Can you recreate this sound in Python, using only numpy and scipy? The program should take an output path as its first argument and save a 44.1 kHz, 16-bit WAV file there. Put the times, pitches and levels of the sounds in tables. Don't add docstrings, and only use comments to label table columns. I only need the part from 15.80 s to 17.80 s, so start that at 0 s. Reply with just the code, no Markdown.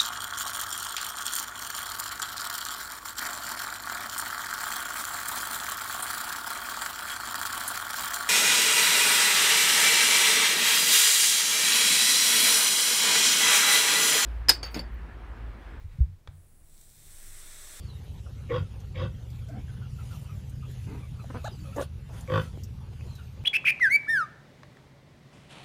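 import sys
import numpy as np
from scipy import signal
from scipy.fft import rfft, irfft
from scipy.io import wavfile
from scipy.ndimage import uniform_filter1d

SR = 44100
rng = np.random.default_rng(int(sys.argv[2]) if len(sys.argv) > 2 else 0)


def bounce(signal):
    frames = np.transpose(np.atleast_2d(signal))
    limited = np.clip(frames, -1, 1)
    pcm = np.round(limited * 32767).astype(np.int16)
    wavfile.write(sys.argv[1], SR, pcm)


N = 88200
T = np.arange(N) / SR


def undb(db):
    return 10 ** (np.asarray(db) / 20)


def unit(x):
    return x / np.sqrt(np.mean(x ** 2) + 1e-20)


def curve(rows):
    return undb(np.interp(T, *np.array(rows).T))


def colour(x, points):
    hz, db = np.array(points).T
    octave = np.log2(np.maximum(np.fft.rfftfreq(2 * N, 1 / SR), 1))
    edge = np.log2(np.sort(hz))
    outside = np.maximum(edge[0] - octave, 0) + np.maximum(octave - edge[-1], 0)
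    shape_db = np.maximum(np.interp(octave, edge, db) - 30 * outside, -80)
    cepstrum = irfft(np.log(undb(shape_db)))
    cepstrum[1:N] *= 2
    cepstrum[N + 1:] = 0
    response = np.exp(rfft(cepstrum))
    return irfft(rfft(x, 2 * N) * response)[:N]


def noise(points):
    return unit(colour(rng.standard_normal(N), points))


def walk(rate_hz):
    k = int(SR / rate_hz)
    steps = np.repeat(rng.standard_normal(N // k + 1), k)
    return unit(uniform_filter1d(uniform_filter1d(steps, k), k)[:N])


def ramp(u):
    return np.sin(np.pi / 2 * np.clip(u, 0, 1)) ** 2


# start t/s, takeover/s, level at end of takeover/dB, pop rate/(1/s), size spread/dB
STAGES = [(0.48, 0.11, -69, 13000, 2), (0.80, 0.25, -59.5, 10700, 3), (1.14, 0.32, -52, 15000, 2.6),
          (1.46, 0.29, -50, 14600, 2)]
# f/Hz, relative density/(dB per Hz)
SIMMER_COLOUR = [(6800, -14.5), (7900, -5), (9000, -4.5), (10200, -4), (10900, -10), (12600, -9),
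                 (14100, -14), (15000, -12), (15700, -5)]
SIZZLE_COLOUR = [(1300, -14), (2300, -10.5), (2850, -17.5), (3600, -5), (4800, -10), (5700, -5.5),
                 (6800, -7.5), (7600, 1), (8500, 1.5), (9000, -3.5), (9800, -2.5), (10700, -7), (13500, -6),
                 (14400, -10.5), (15000, -6), (15700, -6.5)]
SEETHE_COLOUR = [(300, -10.5), (1000, -14), (2000, -7), (2950, -14.5), (3600, -7.5), (4800, -13),
                 (5800, -6.5), (6800, -10), (7700, -1), (8500, 0), (8950, -6), (9700, -2.5), (10300, -5.5),
                 (10700, -10.5), (13000, -8.5), (14200, -15), (15700, -10.5)]
BOIL_COLOUR = [(300, -7.5), (900, -10.5), (1200, -6.5), (2000, -2.5), (3000, -11), (3550, -1.5),
               (4800, -9.5), (5900, -3), (6700, -7), (7800, 2), (8500, 0), (8950, -2.5), (9600, -2.5),
               (10300, -5), (10700, -9), (12900, -8), (14200, -13), (15700, -13.5)]
# t/s, width/s, boost/dB
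SPURTS = [(0.99, 0.02, 1.5), (1.014, 0.0041, 4), (1.975, 0.053, 0.5)]
GROWTH_DB_PER_S = 8
FLICKER_DB, FLICKER_HZ = 0.06, 25.5


def coils():
    out = np.zeros(N)
    colours = (SIMMER_COLOUR, SIZZLE_COLOUR, SEETHE_COLOUR, BOIL_COLOUR)
    reached = [ramp((T - start) / takeover) for start, takeover, *_ in STAGES] + [0]
    for k, points in enumerate(colours):
        start, takeover, db, pops_per_s, spread_db = STAGES[k]
        share = np.sqrt(reached[k] * (1 - reached[k + 1]))
        sizes = undb(spread_db * np.minimum(rng.exponential(size=N), 6))
        bursts = rng.random(N) < pops_per_s / SR
        pops = bursts * sizes * rng.choice([-1, 1], N)
        level = undb(db + GROWTH_DB_PER_S * (T - start - takeover))
        out += level * share * unit(colour(pops, points))
    spurts_db = sum(db * np.exp(-((T - at) / width) ** 2) for at, width, db in SPURTS)
    return out * undb(spurts_db + FLICKER_DB * walk(FLICKER_HZ))


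REFLECTION_DB, REFLECTION_DECAY_S, REFLECTION_DELAY_S = -8, 0.011, 0.0037


def reflect(x):
    age = T[:N // 16]
    echoes = rng.standard_normal(len(age)) * np.exp(-age / REFLECTION_DECAY_S) * (age > REFLECTION_DELAY_S)
    echoes /= np.linalg.norm(echoes)
    return x + undb(REFLECTION_DB) * signal.fftconvolve(x, echoes)[:N]


# t/s, f/Hz, level/dB, attack/s, hold/s, decay time/s, scuff share
THUMPS = [(0.042, 76.4, -26, 0.01, 0.0012, 0.011, 0.21), (0.078, 32.2, -38.5, 0.0042, 0.051, .02, 0.12),
          (0.136, 94, -39.5, 0.014, 0.0079, 0.0072, 0.55),
          (0.183, 125.5, -25.5, 0.0096, 0.0014, 0.0074, .08),
          (0.2029, 63.7, -11, .008, 0.0043, .026, 0.037), (0.265, 89.7, -39.5, 0.0056, 0.064, 0.016, 0.37),
          (0.4807, 82, -34.5, 0.0094, 0.0037, 0.0051, 0.35), (0.503, 142, -51, .008, 0.017, 0.042, 0.42),
          (0.514, 86.6, -48, 0.0078, 0.069, 0.043, 0.28)]
# multiple of f, level re fundamental/dB
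THUMP_OVERTONES = [(2.93, -39), (5.9, -52.5)]
# f/Hz, relative density/(dB per Hz)
SCUFF_COLOUR = [(20, -5), (60, 4), (120, 9), (165, -2), (205, -18.5), (250, -46)]
THUMP_DAMPED_S = 0.055


def thumps():
    out = np.zeros(N)
    scuff = noise(SCUFF_COLOUR)
    for start, hz, db, attack, hold, decay, rough in THUMPS:
        age = np.maximum(T - start, 0)
        late = np.maximum(age - attack - hold, 0)
        grip = 1 - ramp(2 * late / THUMP_DAMPED_S - 1)
        env = ramp(age / attack) * np.exp(-late / decay) * grip
        phase = 2 * np.pi * hz * age
        overtones = sum(undb(part_db) * np.sin(multiple * phase) for multiple, part_db in THUMP_OVERTONES)
        out -= undb(db) * env * (np.sin(phase) + overtones + rough * scuff)
    return out


# t/s, total energy level/dB
CLICKS = [(0.4748, -28.5), (0.4775, -29.5)]
# f/Hz, relative density/(dB per Hz)
CLICK_COLOUR = [(250, -6), (500, 2.5), (1000, 1.5), (1400, 0.5), (2400, -5), (2950, -11), (3500, -4),
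                (4200, -9), (5500, -17), (6100, -23), (6800, -16), (9000, -22), (15000, -33)]
CLICK_RING_S, CLICK_RING_DB = 0.0013, 3.5
ECHO_DELAY_S, ECHO_DECAY_S, ECHO_DB = 0.0048, 0.06, 2


def noise_burst(start, decay):
    burst = rng.standard_normal(N) * (T >= start) * np.exp(-np.maximum(T - start, 0) / decay)
    return unit(burst) / np.sqrt(N)


def button():
    out = np.zeros(N)
    for start, db in CLICKS:
        ring = undb(CLICK_RING_DB) * noise_burst(start, CLICK_RING_S)
        echo = undb(ECHO_DB) * noise_burst(start + ECHO_DELAY_S, ECHO_DECAY_S)
        snap = ring + echo
        snap[int(start * SR)] += 1
        out += undb(db) * unit(colour(snap, CLICK_COLOUR)) / np.sqrt(N)
    return out


# f/Hz, level/dB, decay time/s
CASE_MODES = [(600, -44.5, 0.0013), (980, -46.5, 0.0026), (1340, -43.5, 0.0018), (1900, -57, 0.0032),
              (2300, -48.5, 0.0019), (3420, -47.5, 0.0022), (3750, -53, 0.0032), (5200, -55, 0.00056)]


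def case_ring():
    age = np.maximum(T - CLICKS[0][0], 0)
    return sum(undb(db) * np.exp(-age / decay) * np.sin(2 * np.pi * hz * age) for hz, db, decay in CASE_MODES)


# t/s, level/dB
RUB = [(0, -62.5), (0.07, -69), (0.125, -63.5), (0.23, -68), (0.33, -76.5)]
# f/Hz, relative density/(dB per Hz)
RUB_COLOUR = [(240, -35), (400, -10), (531, -4.5), (683, -22), (736, -11.5), (1050, -11), (1620, -12),
              (2280, -11), (3410, -19.5), (3780, -15.5), (4800, -24), (14000, -31)]
RUB_RELEASE_S = 0.04


def rub():
    release = np.exp(-np.maximum(T - RUB[-1][0], 0) / RUB_RELEASE_S)
    return curve(RUB) * release * noise(RUB_COLOUR)


# t/s, level/dB
RUMBLE = [(0, -44.5), (0.4, -55), (0.65, -53), (0.78, -54.5), (1.0, -59), (1.25, -54), (1.6, -57.5),
          (1.8, -56), (2.0, -58.5)]
# f/Hz, relative density/(dB per Hz)
RUMBLE_COLOUR = [(11, -21.5), (18, -0.5), (29, -6.5), (43, -11), (102, -13.5), (119, -31), (144, -15),
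                 (168, -27.5), (260, -41.5), (340, -33), (570, -120)]


def grip_rumble():
    return curve(RUMBLE) * noise(RUMBLE_COLOUR)


# t/s, rms level/dB
FLUTTER = [(0.9, -73), (1.082, -52), (1.224, -60), (1.35, -45.5), (1.514, -45), (1.94, -51), (2.0, -51)]
FLUTTER_HZ, FLUTTER_WANDER, FLUTTER_WANDER_HZ = 18, 0.019, 5.4


def flutter():
    hz = FLUTTER_HZ * (1 + FLUTTER_WANDER * walk(FLUTTER_WANDER_HZ))
    phase = 2 * np.pi * np.cumsum(hz) / SR
    return curve(FLUTTER) * np.sqrt(2) * np.sin(phase)


# f/Hz, relative density/(dB per Hz)
ROOM_COLOUR = [(120, -36.5), (200, -8.5), (961, -19.5), (1050, -20.5), (1150, -21.5), (1850, -22.5),
               (2390, -25.5), (4710, -28.5), (5250, -28.5), (15700, -32.5)]
ROOM_DB = -69.5


def room():
    return undb(ROOM_DB) * noise(ROOM_COLOUR)


def scene():
    device = reflect(coils()) + button() + case_ring()
    hand = thumps() + rub() + grip_rumble()
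    return (device + hand + flutter() + room())[None]


TOP_HZ = 15700


def record(dry):
    lowpass = signal.ellip(12, 0.1, 90, TOP_HZ, fs=SR, output="sos")
    return signal.sosfilt(lowpass, dry)


dry = scene()
out = record(dry)
bounce(out)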